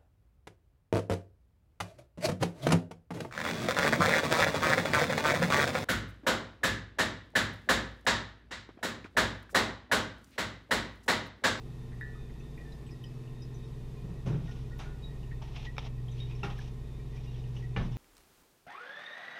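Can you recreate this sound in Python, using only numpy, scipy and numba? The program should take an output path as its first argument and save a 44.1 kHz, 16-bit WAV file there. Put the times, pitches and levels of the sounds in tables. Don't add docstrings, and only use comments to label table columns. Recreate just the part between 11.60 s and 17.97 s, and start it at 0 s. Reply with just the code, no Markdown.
import sys
import numpy as np
from scipy import signal
from scipy.fft import rfft, irfft, next_fast_len
from scipy.io import wavfile
from scipy.ndimage import uniform_filter1d
from numba import njit

SR = 44100
rng = np.random.default_rng(int(sys.argv[2]) if len(sys.argv) > 2 else 0)


def elevation(decibels):
    levels = np.asarray(decibels, float)
    return 10 ** (levels / 20)


def digitize_waveform(pressure):
    field = np.atleast_2d(pressure).T
    bounded = np.clip(field, -1, 1)
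    quanta = np.round(bounded * 32767).astype(np.int16)
    wavfile.write(sys.argv[1], SR, quanta)


N = 280917

# start in
# seconds, peak in dB, pitch in Hz.
JAR_DROPS = [(0.32, -46, 1870), (.552, -50.5, 1260), (1.0006, -50, 1910), (1.052, -53, 1780),
             (1.3199, -56.5, 1920), (1.4396, -57, 1890), (1.56, -60, 1264), (1.698, -67, 1920),
             (2.354, -65, 1890), (2.8799, -51, 1856), (2.882, -52.5, 1450), (3.11, -53.5, 1450),
             (3.119, -48.5, 1883), (3.255, -50, 1450), (3.4935, -52.5, 1910), (3.712, -49.5, 1873),
             (4.0668, -40, 1925), (4.375, -55, 1914), (5.0744, -60, 1845), (5.4006, -56, 1885),
             (5.5263, -55, 1937), (6.027, -45.5, 1930),
             (.81, -58, 3530), (.98, -58, 2444), (1.2, -63, 2440), (1.8054, -61, 3740),
               (2.3694, -60, 2460), (3.427, -45.5, 3810), (4.495, -57, 3760), (4.6044, -39.5, 3750),
               (4.6932, -54, 2470), (4.7, -59, 3760), (5.39, -58, 2350), (5.673, -55, 2800),
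               (5.675, -61, 3820)]
# start in seconds, peak in dB, centre in Hz.
SPLASHES = [(.321, -46, 1870), (.696, -50, 1880), (0.8, -54, 2590), (.975, -49, 1910), (.9762, -48.5, 2310),
            (1.12, -51, 3980), (1.265, -54.5, 2990), (1.2895, -53, 2500), (1.4388, -45, 3050),
            (1.6741, -55, 2790), (3.6316, -50.5, 2760), (3.712, -44, 1876), (3.815, -41.5, 890),
            (4.4832, -45.5, 3290), (4.7122, -43, 2470), (4.7496, -49, 2460), (4.989, -43, 1680),
            (5.5707, -49, 2400), (5.7404, -54, 3180), (5.8396, -54, 2860), (5.9658, -44, 2900),
            (6.331, -54, 2880)]
# start in seconds, peak in dB, pitch in Hz.
TINKLES = [(.7976, -61, 6010), (1.1199, -58, 5070), (1.2645, -60.5, 7950), (1.3079, -52, 4990),
           (1.4396, -51, 4995), (1.5479, -62, 5530), (1.8198, -49.5, 5050), (1.9415, -57, 5930),
           (2.0438, -60, 5300), (4.5136, -58, 5989), (4.7117, -68, 4860), (4.7506, -55, 5370),
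           (5.7894, -62, 5040), (5.9688, -63, 5940), (6.2294, -62, 5960), (6.3185, -64, 5360)]
# mode in Hz, T60 in seconds.
JAR_RING = [(1260, 0.055), (1450, 0.43), (1780, 0.77), (1900, .1), (2450, .25), (2800, .2), (3750, 0.19)]
DROP_LEAD_S = 0.001993
DROP_HELD_S, TINKLE_T60_S, SPLASH_T60_S = .024, .145, .068
# mode in Hz, width in Hz, level in dB.
JAR_WALLS = [(1046, 14.5, -79), (1793, 33, -82.5), (1847, 57, -77.5), (1910, 20, -80), (2470, 40, -81.5),
             (3760, 44, -81)]

# pitch in Hz, level in dB, T60 in seconds.
CLINK = [(1448, -21, 1.2), (1500, -5, .08), (1610, -5, .08), (1723, -1, .45), (1771, 0, .6),
         (1911, -4, .38), (1935, 5, .06), (2450, -21, .2), (3750, -22, .15)]
CLINK_S, CLINK_DB = .410, -44
# pitch in Hz, level in dB, T60 in seconds.
CUP = [(170, 2, 0.16), (343, -7, .2), (398.2, 1, 0.3), (813, -2, 0.29), (890, -3, 0.19), (1254, -16, 0.58),
       (1326, 3, 0.073), (1407, -5, 0.22), (1873, -13.5, 0.49), (1960, -8, .15), (2720, 6, 0.03),
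       (3650, -13, 0.28), (5400, -9, .05), (2770, -7, 0.13)]
CUP_S, CUP_DB = 4.831, -39.5
# pitch in Hz, level in dB, T60 in seconds.
PAN = [(178.9, 4.5, 0.41), (427, -3, 0.16), (804, -11, 0.14), (1170, -5.5, 0.081), (1450, -7, 0.079),
       (1756, -6, 0.092), (2044, -6, 0.063), (2350, 1, 0.043), (2860, -3.5, 0.06)]
PAN_S, PAN_DB = 6.162, -33.5
# pitch in Hz, level in dB, T60 in seconds.
SNAP = [(560, 0, 0.017), (820, 4.5, 0.0095), (1250, 4, .01), (1800, -6, 0.009), (2350, 7, 0.013),
        (2640, -4, 0.0088), (3200, -6, 0.0083), (3720, -1.5, 0.011), (5300, -5, .01), (5850, -10, .01)]
# start in seconds, level in dB.
SNAPS = [
    (4.1665, -47),
    (4.1812, -30),
    (4.1965, -59),
]
# start in seconds, level in dB, pitch in Hz, T60 in seconds.
THUDS = [
    (2.64, -24.5, 145, 0.42),
    (3.72, -44, 66, 0.6),
    (6.165, -26, 52, 0.32),
    (6.19, -30, 29.8, 0.5),
]

# start in seconds, thump in dB, rap in dB, scrape in dB, T60 in seconds.
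KNOCKS = [
    (2.4407, -32.5, -53, -70, .095),
    (2.4897, -31, -60, -67, .14),
    (2.66, -24, -41, -49.5, .35),
    (2.7195, -37, -49.5, -67, .42),
    (3.1904, -47, -39, -48, 0.35),
    (4.8351, -35, -32, -48, 0.23),
    (6.1624, -24.5, -32, -90, .26),
    (6.25, -46, -66, -65, .23),
]
# centre in Hz, width in Hz, level in dB.
THUMP = [(145, 92, -6.5), (322, 395, -13.5)]
# centre in Hz, width in Hz, level in dB.
RAP = [(940, 900, -7), (2550, 2200, -11.5)]
# centre in Hz, width in Hz, level in dB.
SCRAPE = [(5740, 4100, -7)]
KNOCK_CONTACT_S, SOFTNESS = 0.0047, 0.19
# frequency in Hz, gain in dB.
CORNER = [(60, 7), (1000, -1.5), (1650, 1), (2400, 1), (3000, 0.5), (3650, 1.5), (4400, -2), (5400, -0.5),
          (6200, -0.5), (7200, -8), (15000, -15)]
# start in seconds, peak in dB.
TICKS = [
    (0.41, -55),
    (0.9742, -57),
    (1.4376, -54),
    (3.1854, -51),
    (4.1809, -55),
    (4.4823, -59),
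    (4.8336, -55),
    (4.9887, -54),
]

# peak time in seconds, rise in seconds, fall in seconds, peak in dB, dull part in dB.
SLEEVE = [
    (2.92, .14, .17, -62.5, -2),
    (3.82, 0.0065, 0.093, -60.5, 4),
    (5.012, 0.11, .09, -58.5, 0.5),
    (5.58, 0.087, .4, -65.5, 0),
    (5.964, .03, .09, -62.5, -2),
    (6.25, .02, 0.055, -66, -1),
    (6.36, 0.086, .05, -64.5, 4),
]
# peak time in seconds, rise in seconds, fall in seconds, peak in dB, dull part in dB.
TOWEL = [(3.86, .03, .12, -63, 1), (3.965, .05, 0.11, -55, -1.5), (4.056, .035, 0.023, -49.5, -5),
         (4.19, .004, .015, -49.5, -1), (4.27, 0.084, .017, -52.5, 1), (4.616, .085, 0.06, -57, -15),
         (4.71, .035, .08, -62.5, 1.5), (4.8, .03, 0.023, -62.5, -7), (4.902, .005, 0.073, -57.5, 3),
         (5.74, .05, .1, -65, -12), (6.215, .02, 0.036, -58, 10)]
STROKE_SWELL_DB, SLEEVE_BRIGHT_DB, TOWEL_BRIGHT_DB = 12.5, -5, -11

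# time in seconds, shaft speed in Hz.
SHAFT = [(0, 28.44), (1.1, 28.45), (1.6, 28.75), (2.9, 28.28), (3.9, 28.16), (4.4, 28.44), (6.37, 28.4)]
# time in seconds, level in dB.
NEARNESS = [(0, -3.5), (1.0, -4), (2.2, -5), (2.9, 0), (6.37, 0)]
# order, level in dB, share of the nearness change as a ratio.
MOTOR_LOWER = [(1, -45.5, 1.1), (2, -44.5, 0.76), (3, -55, 1.03), (5, -49.5, 0.1)]
# order, level in dB.
MOTOR_UPPER = [(4, -83), (6, -63.5), (7, -67.5), (8, -66.5), (11, -67.5), (12, -70)]
# shaft order, time in seconds, depth in dB, half width in seconds.
NODES = [(1, 1.16, -12, 0.27), (2, 1.58, -16, 0.19), (2, .1, -3, .3), (5, .45, -5, 0.23),
         (5, 1.42, -4, 0.26), (1, 4.3, -2, .3), (1, 5.9, -2, .5)]
# time in seconds, pitch in Hz.
FAN_HZ = [(0, 122), (.7, 122.2), (1.1, 123.3), (1.85, 123.8), (2.4, 122.9), (3.7, 122.2), (4.85, 122.5),
          (5.3, 123.3), (6.37, 123.2)]
# time in seconds, level in dB.
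FAN_DB = [(0, -47.5), (.44, -43.5), (.88, -56.5), (1.5, -44), (1.8, -43), (2.42, -46.5), (2.9, -41),
          (3.1, -43), (3.3, -51.5), (3.7, -43), (4.15, -47), (4.4, -38.5), (4.65, -38), (5.3, -46),
          (5.8, -39.5), (6.37, -37)]
# pitch in Hz, level in dB.
TONES = [(49.9, -62), (99.9, -76), (161.6, -67), (176.8, -76), (179.9, -63.5), (242.5, -60.5),
         (353.4, -67.5), (404.2, -65.5), (412.3, -71), (444.5, -64)]
# pitch in Hz, width in Hz, level in dB.
WHINES = [(2590, 7.4, -77.5), (3588, 14, -76.5)]
# frequency in Hz, level in dB per Hz.
ROOM = [(8.8, -23), (15, 0.5), (38, -3.5), (72, -20.5), (131, -4), (186, -12.5), (287, -17), (431, -15.5),
        (543, -24), (1030, -28), (1540, -37.5), (1830, -35), (2440, -36.5), (3660, -38), (15100, -52)]
ROOM_DB, ECHO_DB = -49.5, -43
# start in seconds, length in seconds.
TOP_GAPS = [(.3, .04), (2.04, .035), (2.93, .01), (3.02, .04), (4.48, .015), (4.8, .025), (5.52, .025),
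            (5.84, .025), (5.94, .025), (6.09, .015), (6.13, .05)]
TOP_HZ, GAP_FROM_HZ = 15300, 13200


def noise(size):
    return rng.standard_normal(N if size > SR else SR)[:size]


@njit
def svf(x, g, k):
    y, b, l = np.empty(len(x)), 0., 0.
    for i in range(len(x)):
        v = (b + g * (x[i] - l)) / (1 + g * (g + k))
        b, l, y[i] = 2 * v - b, l + 2 * g * v, k * v
    return y


def band(hz, width, size=N):
    g, k = np.tan(np.pi * hz / SR), width / hz
    y = svf(svf(noise(size), g, k), g, k)
    return y / y.std()


def colour(x, table):
    size = next_fast_len(N)
    f = np.maximum(np.fft.rfftfreq(size, 1 / SR), 1)
    hz, db = np.transpose(table)
    gain = elevation(np.interp(np.log(f), np.log(hz), db))
    return irfft(rfft(x, size) * gain, size)[:N]


def walk(rate):
    hold = int(SR / rate)
    steps = np.repeat(noise(size=SR)[:N // hold + 1], hold)
    return 1.12 * uniform_filter1d(uniform_filter1d(steps, hold), hold)[:N]


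def curve(table):
    s, value = np.transpose(table)
    return np.interp(np.arange(N) / SR, s, value)


def add(out, s, sound):
    i = int(s * SR)
    out[i:i + len(sound)] += sound[:N - i]


def fade(t60, rise_s, held_s=0.):
    t = np.arange(int((t60 + held_s) * SR)) / SR
    rise = 1 - np.exp(-t / rise_s)
    return t, rise * elevation(-60 * np.maximum(t - held_s, 0) / t60)


def glass_drop(db, hz, t60, held_s, spread, cluster_db):
    t, env = fade(t60, .0004, held_s)
    settle = 2000
    cluster = elevation(cluster_db) * band(hz, spread, size=len(t) + settle)[settle:]
    return elevation(db) * env * (np.sin(2 * np.pi * hz * t) + cluster)


def drips():
    out = np.zeros(N)
    for s, db, hz in JAR_DROPS:
        t60 = min(JAR_RING, key=lambda mode: abs(mode[0] - hz))[1]
        add(out, s - DROP_LEAD_S, glass_drop(db - 8, hz, t60, DROP_HELD_S, spread=140, cluster_db=-8.5))
    for s, db, hz in SPLASHES:
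        add(out, s, glass_drop(db - 11.5, hz, SPLASH_T60_S, 0.0029, spread=380, cluster_db=2.5))
    for s, db, hz in TINKLES:
        t60 = TINKLE_T60_S
        add(out, s, glass_drop(db - 10, hz, t60, 0.0072, spread=120, cluster_db=-3.5))
        add(out, s, glass_drop(db - 17.5, 1.055 * hz, t60, 0.0071, spread=180, cluster_db=-4))
        add(out, s, glass_drop(db - 16.5, 1.14 * hz, .6 * t60, 0.0036, spread=400, cluster_db=-2))
    return out


def trickle():
    return sum(elevation(db + 3.6 * walk(12)) * band(hz, width) for hz, width, db in JAR_WALLS)


def crockery():
    out = np.zeros(N)
    struck = [(CLINK_S, CLINK_DB, CLINK, .005), (CUP_S, CUP_DB, CUP, .12), (PAN_S, PAN_DB, PAN, .1)]
    struck += [(s, db, SNAP, .005) for s, db in SNAPS]
    for s, level_db, modes, rattle_s in struck:
        for hz, db, t60 in modes:
            t, env = fade(rattle_s, 0.00081)
            push = env * noise(len(t))
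            push *= 0.45 / np.sqrt(np.sum(push ** 2))
            push[int(rng.random() * .0012 * SR)] = 1
            t, env = fade(t60, 0.00057)
            ring = elevation(level_db + db) * env * np.sin(2 * np.pi * hz * t)
            add(out, s, signal.fftconvolve(ring, push))
    return out


def thuds():
    out = np.zeros(N)
    for s, db, hz, t60 in THUDS:
        t, env = fade(t60, 0.024)
        add(out, s, elevation(db) * env * np.sin(2 * np.pi * hz * t))
    return out


def knocks():
    out = np.zeros(N)
    for s, *parts_db, t60 in KNOCKS:
        thump_db, rap_db, _ = parts_db
        contact_s = KNOCK_CONTACT_S * elevation(SOFTNESS * (thump_db - rap_db))
        for part_db, part in zip(parts_db, (THUMP, RAP, SCRAPE)):
            for hz, width, db in part:
                slow = (2500 / hz) ** 0.18
                t, env = fade(t60 * slow, contact_s * slow)
                add(out, s - .002, elevation(part_db + db) * env * band(hz, width, size=len(t)))
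    return colour(out, CORNER)


def ticks():
    out = np.zeros(N)
    for s, db in TICKS:
        t, env = fade(0.0094, 0.00024)
        add(out, s, elevation(db - 2.0) * env * band(12100, 7500, size=len(t)))
    for s, _, _, scrape_db, _ in KNOCKS:
        t, env = fade(.3, .008)
        add(out, s, elevation(scrape_db - 20) * env * band(9500, 7900, size=len(t)))
    return out


def rustle():
    power = np.zeros((3, N))
    for strokes, bright_db in ((SLEEVE, SLEEVE_BRIGHT_DB), (TOWEL, TOWEL_BRIGHT_DB)):
        for s, rise_s, fall_s, db, dull_db in strokes:
            before = np.linspace(2, 0, int(2 * rise_s * SR))
            after = np.linspace(0, 2, int(2 * fall_s * SR))
            swell_db = db - STROKE_SWELL_DB * np.r_[before, after]
            for part, part_db in zip(power, (0, bright_db, dull_db)):
                add(part, s - 2 * rise_s, elevation(2 * (swell_db + part_db)))
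    grains = [band(2840, 1970), band(5500, 1870), band(833, 480)]
    cloth = np.sum(np.sqrt(power) * grains, axis=0)
    return colour(cloth * elevation(2.4 * walk(120)), CORNER)


def motor():
    t, near_db = np.arange(N) / SR, curve(NEARNESS)
    turn = 2 * np.pi * np.cumsum(curve(SHAFT)) / SR
    out = np.zeros(N)
    for k, db, share in MOTOR_LOWER:
        dips_db = sum(depth * np.exp(-((t - s) / half) ** 2) for j, s, depth, half in NODES if j == k)
        out += elevation(db + share * near_db + dips_db) * np.sin(k * turn + k * k)
    for k, db in MOTOR_UPPER:
        out += elevation(db + 1.9 * walk(2.0)) * np.sin(k * turn + k)
    return np.sqrt(2) * out


def appliances():
    t = np.arange(N) / SR
    out = elevation(curve(FAN_DB)) * np.sin(2 * np.pi * np.cumsum(curve(FAN_HZ)) / SR)
    for hz, db in TONES:
        out += elevation(db + 1.2 * walk(3.11)) * np.sin(2 * np.pi * hz * t + hz)
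    return np.sqrt(2) * out


def whistles():
    t, out = np.arange(N) / SR, np.zeros(N)
    for hz, width, db in WHINES:
        tone = np.sin(2 * np.pi * hz * t)
        out += elevation(db + 2.4 * walk(3.12)) * (tone + 0.49 * band(hz, width))
    return out


def room():
    air = elevation(0.62 * walk(6)) * colour(rng.standard_normal(N), ROOM)
    return air / air.std() * elevation(ROOM_DB)


def echo(near):
    t, tail = fade(0.36, 0.0048)
    return elevation(ECHO_DB) * signal.fftconvolve(near, tail * noise(len(t)))[:N]


def scene():
    near = drips() + crockery() + thuds() + knocks()
    handling = ticks() + rustle()
    background = motor() + appliances() + whistles() + room()
    return (near + echo(near) + handling + trickle() + background)[None]


def roll_off(x):
    return signal.sosfilt(signal.butter(12, 15280, fs=SR, output="sos"), x)


def record(dry):
    size = next_fast_len(N)
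    f, t = np.fft.rfftfreq(size, 1 / SR), np.arange(N) / SR
    spectrum = rfft(dry, size)
    body = irfft(spectrum * (f <= GAP_FROM_HZ), size)[:, :N]
    top = irfft(spectrum * ((f > GAP_FROM_HZ) & (f < TOP_HZ)), size)[:, :N]
    kept = 1. - sum((t > s) & (t < s + length) for s, length in TOP_GAPS)
    return roll_off(body + top * uniform_filter1d(kept, size=300))


dry = scene()
out = record(dry)
digitize_waveform(out)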